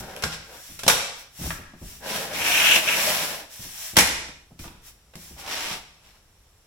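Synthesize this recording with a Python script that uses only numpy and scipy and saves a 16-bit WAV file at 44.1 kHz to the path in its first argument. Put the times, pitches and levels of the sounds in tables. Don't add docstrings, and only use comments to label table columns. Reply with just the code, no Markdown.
import sys
import numpy as np
from scipy import signal
from scipy.fft import rfft, irfft, next_fast_len
from scipy.io import wavfile
from scipy.ndimage import map_coordinates

SR = 44100
rng = np.random.default_rng(int(sys.argv[2]) if len(sys.argv) > 2 else 0)


def store_pcm(level_fs):
    pcm = np.round(np.clip(level_fs, -1, 1) * 32767).astype(np.int16)
    wavfile.write(sys.argv[1], SR, np.atleast_2d(pcm).T)


N = 294014


def amp(db):
    return 10 ** (np.asarray(db) / 20)


def unit(x):
    return x / np.sqrt(np.mean(x ** 2) + 1e-20)


def along(points, hz):
    f, values = np.transpose(points)
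    return np.interp(np.log(hz + 1), np.log(f + 1), values)


def filtered(x, response):
    n = x.shape[-1]
    padded = next_fast_len(n + SR // 4)
    return irfft(rfft(x, padded) * response(np.fft.rfftfreq(padded, 1 / SR)), padded)[..., :n]


def eq(x, points, size=4096):
    cepstrum = irfft(np.log(amp(along(points, np.fft.rfftfreq(size, 1 / SR)))))
    cepstrum[1:size // 2] *= 2
    cepstrum[size // 2 + 1:] = 0
    impulse = irfft(np.exp(rfft(cepstrum)))
    return signal.fftconvolve(x, impulse[None], axes=1)[:, :x.shape[1]]


def resonant(x, modes):
    return filtered(x, lambda f: sum(
        (-1) ** k * amp(db) * 1j * f * width / (hz * hz - f * f + 1j * f * width)
        for k, (hz, width, db) in enumerate(modes)))


# f/Hz, left-right correlation
STEREO_LIKENESS = [(25, 1), (70, 0.98), (150, 1), (300, 0.84), (700, 0.78), (1500, 0.47), (3000, 0),
                   (5000, 0), (15000, 0.029)]
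def spread(pair):
    def weights(hz):
        angle = np.arccos(np.clip(along(STEREO_LIKENESS, hz), -1, 1)) / 2
        return np.array([np.cos(angle), np.sin(angle)])
    mid, side = filtered(pair, weights)
    return np.array([mid + side, mid - side])


def noise(size):
    return spread(rng.standard_normal((2, size)))


def wobble(rate):
    knots = rng.standard_normal(int(N * rate / SR) + 4)
    return map_coordinates(knots, [np.arange(N) * rate / SR])


def grains(rate, scatter_db):
    struck = rng.random(N) < rate / SR
    sizes = amp(scatter_db * np.clip(rng.standard_normal(N), -2, 2))
    return spread(struck * sizes * rng.standard_normal((2, N)))


def stroke(start, rise, hold, release, bend=1.25):
    t = np.arange(N) / SR - start
    return np.clip(np.minimum(t / rise, 1 - (t - rise - hold) / release), 0, 1) ** bend


def add(track, start_s, sound):
    start = max(round(start_s * SR), 0)
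    track[:, start:start + sound.shape[1]] += sound[:, :N - start]


# f/Hz, level/dB
AIR_EQ = [(12, -28.5), (20, -5.5), (70, -5), (270, -22), (485, -21), (660, -23), (1220, -25), (1960, -27),
          (5680, -27), (6540, -28.5), (7520, -28), (12400, -31), (16000, -42.5)]
def room_tone(level_db=-59.5):
    return amp(level_db) * unit(eq(noise(N), AIR_EQ))


# f/Hz, t60/s
ROOM_DECAY = [(60, 0.27), (200, 0.79), (700, 0.72), (2500, 0.81), (5500, 0.77), (8000, 0.63), (11000, 0.47),
              (15000, 0.39)]
def room(x, wet_db, early_db, early_t60=0.25, build_s=0.047, fade_s=.45):
    hz, t, bands = signal.stft(noise(SR - SR // 4), SR, nperseg=256)
    tail = signal.istft(bands * amp(-60 * t / along(ROOM_DECAY, hz)[:, None]), SR, nperseg=256)[1]
    t = np.arange(tail.shape[1]) / SR
    tail = tail * (1 - np.exp(-t / build_s)) * np.exp(-(t / fade_s) ** 4)
    early = noise(len(t)) * (t > .003) * amp(-60 * t / early_t60)
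    echoes = amp(wet_db) * tail / np.linalg.norm(tail[0])
    echoes += amp(early_db) * early / np.linalg.norm(early[0])
    echoes = eq(echoes, [(6000, -3.5), (12000, -1), (13500, -3)])
    return signal.fftconvolve(x, echoes, axes=1)[:, :x.shape[1]]


def moving_room(x, wet_db, early_db, count=4):
    t = np.arange(N) / SR
    sends = [np.maximum(np.cos(2 * np.pi * (t - k / count)), 0) for k in range(count)]
    return sum(room(x * send, wet_db, early_db) for send in sends)


# f/Hz, level/dB
PANEL_EQ = [(15, -12), (30, -9.5), (52, -4.5), (75, -4.5), (130, -17.5), (250, -17.5), (600, -34),
            (2000, -90)]
def heave(blow_db=-19, sway_db=-43.0, attack_s=0.01, t60=.7, per_boom=0.29, per_scrape=0.33):
    t = np.arange(SR) / SR
    settle = (1 - np.exp(-t / attack_s)) * amp(-60 * t / t60)
    sway = sum(amp(sway_db + per_scrape * db) * stroke(start, rise, hold, release)
               for start, rise, hold, release, db, *_ in SLIDES)
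    power = sway[None] ** 2
    for start, db, boom_db, _ in BLOWS:
        swell = amp(db + blow_db + per_boom * boom_db) * settle
        add(power, start, swell[None] ** 2)
    return np.sqrt(power) * unit(eq(noise(N), PANEL_EQ))


# f/Hz, level/dB
PALM_EQ = [(180, -63), (300, -35), (678, -13), (1460, -12.5), (1660, -8.5), (4520, -7.5), (5800, -5),
           (14700, -10), (16000, -15)]
# peak t/s, rise/s, fall/s, level/dB
HISS_SWELLS = [(0.005, 0.012, 0.0067, -37.5), (0.69, 0.14, .093, -45.5), (1.205, .035, 0.018, -47),
               (1.464, 0.058, 0.064, -35.5), (1.9, 0.06, 0.077, -45), (3.539, .026, 0.092, -43.5),
               (3.631, 0.019, 0.16, -44), (3.85, 0.062, 0.06, -37.5), (4.61, .012, 0.056, -45.5),
               (4.878, 0.029, 0.025, -47), (5.235, 0.048, 0.1, -47), (5.4, 0.011, 0.016, -46.5)]
def hands():
    t = np.arange(N) / SR
    envelope = sum(amp(db) * np.exp(-.5 * ((t - peak) / np.where(t < peak, rise, fall)) ** 2)
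                   for peak, rise, fall, db in HISS_SWELLS)
    return envelope * unit(eq(noise(N), PALM_EQ))


# t/s, rise/s, hold/s, release/s, level/dB, f/Hz
WALL_GROANS = [(3.039, .04, 0.016, .05, -32.5, 620), (3.17, .03, .02, .05, -36.5, 644)]
def groans(width_hz=45):
    return sum(amp(db) * stroke(*timing) * unit(resonant(noise(N), [(hz, width_hz, 0)]))
               for *timing, db, hz in WALL_GROANS)


# f/Hz, width/Hz, level/dB
WALL_MODES = [(149, 80, -8.5), (293, 160, -6.5), (389.5, 150, -5.5), (576, 120, -3), (677.4, 46, -1),
              (850, 120, -6.5), (1053, 87, -7.5), (1690, 300, -7)]
# f/Hz, level/dB
SCRAPE_EQ = [(150, -31.5), (500, -8.5), (850, -1), (1250, -2.5), (2500, 2), (5000, -0.5), (7000, -5.5),
             (10000, -12), (16000, -29)]
# f/Hz, level/dB
GRIT_EQ = [(1500, -35), (4500, -16), (6000, 3.5), (9000, 4), (12000, 7), (16000, -2)]
# t/s, rise/s, hold/s, release/s, level/dB, drone trim/dB, grit trim/dB,
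# wall pitch ratio (the walls are stiffer when the tote stands on one edge)
SLIDES = [(0.0, 0.0033, 0.25, 0.028, -55, 11, 0.5, 0.9),
          (0.305, 0.023, .015, 0.041, -43.5, -20.5, -8, 0.46),
          (0.462, 0.076, 0.012, 0.072, -57.5, 9.5, 1, 0.9),
          (2.002, 0.11, 0.075, 0.17, -38.5, 2.5, 0.5, 0.97), (2.302, 0.043, .03, .09, -41, 0.5, 0, 1),
          (2.331, 0.17, 0.27, .04, -32.5, -4, 3, 1.074), (2.66, 0.4, 0.017, 0.39, -31, -4.5, 2.5, 1),
          (5.36, .03, 0.087, .06, -52, 1.5, -3.5, 1.35), (5.44, 0.082, 0.2, 0.09, -38.5, -4, -5.5, 1.35),
          (5.974, 0.091, .02, 0.17, -63, -3, -4, 1.6)]
def drags(scrape_db=6, drone_growth=.5, judder_db=0.77):
    bumps = eq(grains(4000, scatter_db=2.5), [(1200, -1), (5000, -10.5)])
    coarse = amp(scrape_db) * unit(eq(grains(6000, scatter_db=1.5), SCRAPE_EQ))
    fine = unit(eq(grains(18000, scatter_db=2), GRIT_EQ))
    out = np.zeros((2, N))
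    for *timing, db, drone_db, grit_db, pitch_ratio in SLIDES:
        speed = stroke(*timing)
        moving = speed > 0
        modes = [(hz * pitch_ratio, width, level) for hz, width, level in WALL_MODES]
        drone = unit(resonant(bumps[:, moving], modes))
        out[:, moving] += amp(db + drone_db) * speed[moving] ** drone_growth * drone
        out += amp(db) * speed * (coarse + amp(grit_db) * fine)
    return out * amp(judder_db * wobble(45))


# f/Hz, width/Hz, level/dB
BASE_MODES = [(1442, 420, -1), (1727, 420, 0), (2150, 300, -3.5), (2406, 156, 2.5), (2630, 388, 0.5),
              (3110, 960, -11), (5700, 980, -30.5)]
# t/s, rise/s, hold/s, release/s, level/dB
SLIP_BURSTS = [(2.29, .42, .05, .045, -16.5), (2.86, .018, .005, .075, -21.5), (2.9, .03, .05, .12, -30)]
def chatter(slip_rate=260, unevenness=.45, decay_cycles=0.59, top_varispeed=1.0389, glide=.08):
    speed = sum(amp(db) * stroke(*timing) for *timing, db in SLIP_BURSTS)
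    cycle = np.cumsum(slip_rate * np.exp(unevenness * wobble(200))) / SR % 1
    slips = noise(N) * np.exp(-cycle / decay_cycles) * amp(1.8 * wobble(110))
    slips = eq(slips, [(500, -19.0), (1300, -21.0), (6000, 3.0), (12000, -2.0)])
    rasp = resonant(slips, BASE_MODES)
    varispeed = top_varispeed * np.maximum(speed / speed.max(), .1) ** glide
    playhead = np.cumsum(varispeed)
    rasp = np.array([map_coordinates(side, [playhead], mode="mirror") for side in rasp])
    return speed * unit(rasp)


# f/Hz, level/dB, t60/s
BODY_MODES = [(44, -18.5, .2), (56.3, -7.5, 0.21), (84, 3, 0.055), (112, 2, 0.066), (124.5, 0.5, 0.12),
              (162.2, -8.5, 0.34), (179.8, -5, 0.22), (231.5, -2, 0.092), (265, -3, 0.091),
              (350.3, -8.5, 0.19)]
# t/s, level/dB, boom weight/dB, attack/s
BLOWS = [(0.003, -28, 3, 0.0069), (0.237, -19.5, -7, 0.0036), (0.689, -34, 20, 0.016),
         (0.834, -26, -26, 0.0014), (0.865, -21, 3, 0.0015), (1.388, -31, 3, 0.0043),
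         (1.409, -26.5, 10, 0.0045), (1.434, -22.5, -3, 0.0059), (1.458, -20.5, -5, 0.0039),
         (1.585, -29.5, -4, 0.0086), (1.734, -32.5, -25, 0.0039), (1.812, -22, -1, 0.022),
         (3.592, -32, 6, 0.0093), (3.649, -34, -25, 0.0034), (3.932, -32, 9, .004),
         (3.973, -13, -0.5, 0.0012), (4.284, -36, -0.5, 0.00205), (4.506, -32, -11, .014),
         (4.591, -33, 21, 0.0064), (4.646, -29.5, 3, .005), (4.7, -41, 17, .005), (5.152, -31, -3, 0.0051),
         (5.301, -30.5, -6, .02), (5.707, -32.5, 1, 0.0062)]
def thumps(level_db=-9, slap_db=-3, detune_spread=0.032):
    out, t = np.zeros((2, N)), np.arange(SR // 3) / SR
    hz, mode_db, t60 = np.transpose(BODY_MODES)[:, :, None]
    boom_share = along([(60, 0.42), (170, 0.015)], hz)
    for start, db, boom_db, attack in BLOWS:
        strength, detune, phase = rng.standard_normal((3, len(BODY_MODES), 1))
        decays = amp(mode_db + boom_share * boom_db + 2 * strength - 60 * t / t60)
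        modes = decays * np.sin(2 * np.pi * (hz * (1 + detune_spread * detune) * t + phase))
        slap = unit(eq(noise(len(t)), [(300, -6.5), (700, -5.5), (4000, -40.5)]))
        slap *= amp(slap_db - 60 * t / .09)
        add(out, start, amp(db + level_db) * (modes.sum(0) + slap) * (1 - np.exp(-t / attack)))
    return out


# f/Hz, level/dB
CRACK_EQ = [(100, -19), (350, -4), (550, 1), (1500, 0), (4000, 1.5), (7000, -1), (11500, -5), (16000, -17)]
# t/s, level/dB, t60/s, brightness/dB, rim f/Hz, ring trim/dB
RIM_CATCHES = [(0.164, -19, 0.0048, 2, 2560, 11), (0.223, -21, 0.045, -9.5, 2430, -4),
               (0.236, -8, 0.033, -13.5, 1574, -11.5), (0.79, -28.5, 0.087, -7, 2630, -10.5),
               (0.833, -20, .033, -7, 1460, -15), (0.864, -15.5, 0.038, -12, 794, -10),
               (0.879, 0.5, .03, -4, 3600, -18), (0.886, -12, .067, -12, 1217, 0),
               (0.897, -7, .079, -11.5, 2900, -13.5), (1.504, -16.5, .034, -27.5, 1445, -3),
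               (3.957, -23, .15, -21, 1740, -16), (3.967, -3, 0.066, -7, 1560, -8.5),
               (3.985, -4.5, 0.085, -6, 2310, -5), (4.001, -16.5, .09, -6, 2020, 2.5),
               (4.282, -32.5, 0.041, -15, 833, -7), (4.591, -33.5, 0.053, -10, 2370, -13),
               (4.639, -34.5, 0.099, -19.5, 1096, -7), (4.677, -28.5, .04, -33, 980, -15),
               (5.136, -37, .05, -25, 1550, -12), (5.154, -29.5, 0.024, -5.5, 2620, -24)]
def snaps(level_db=-4, ring_stretch=1.1, rim_width_hz=450, rim_split=.12, neutral_db=-8, attack_s=0.0012):
    out, t = np.zeros((2, N)), np.arange(SR // 4) / SR
    rise = 1 - np.exp(-t / attack_s)
    for start, db, t60, bright_db, rim_hz, ring_db in RIM_CATCHES:
        crack = unit(eq(noise(len(t)), CRACK_EQ)) * rise * amp(-60 * t / t60)
        crack = eq(crack, [(2500, 0.011), (11000, bright_db - neutral_db)])
        modes = [(rim_hz * (1 + side * rim_split), rim_width_hz, 0) for side in (-1, 1)]
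        ring = unit(resonant(noise(len(t)), modes)) * rise * amp(ring_db - 60 * t / (ring_stretch * t60))
        snap = np.pad(amp(db + level_db) * (crack + ring), [(0, 0), (0, SR // 2)])
        add(out, start, snap + room(snap, wet_db=-4, early_db=1.0))
    return out


def scene():
    handling = thumps() + (drags() + chatter() + groans() + hands() + heave()) * amp([[.4], [-.4]])
    air = room_tone()
    return snaps() + handling + moving_room(handling, wet_db=-12.0, early_db=-3.5) + air


# f/Hz, level/dB
PORT_EQ = [(3600, 1), (4700, -1.5), (5750, 5), (6500, -3.5), (7400, 3.5), (8500, -3.5), (9600, 3),
           (10600, -1.5), (11700, 2), (12900, -1), (14200, 3)]
def record(dry, top_hz=16100):
    clipped = np.clip(eq(dry, PORT_EQ), -1, 1)
    return filtered(clipped, lambda hz: hz < top_hz)


dry = scene()
out = record(dry)
store_pcm(out)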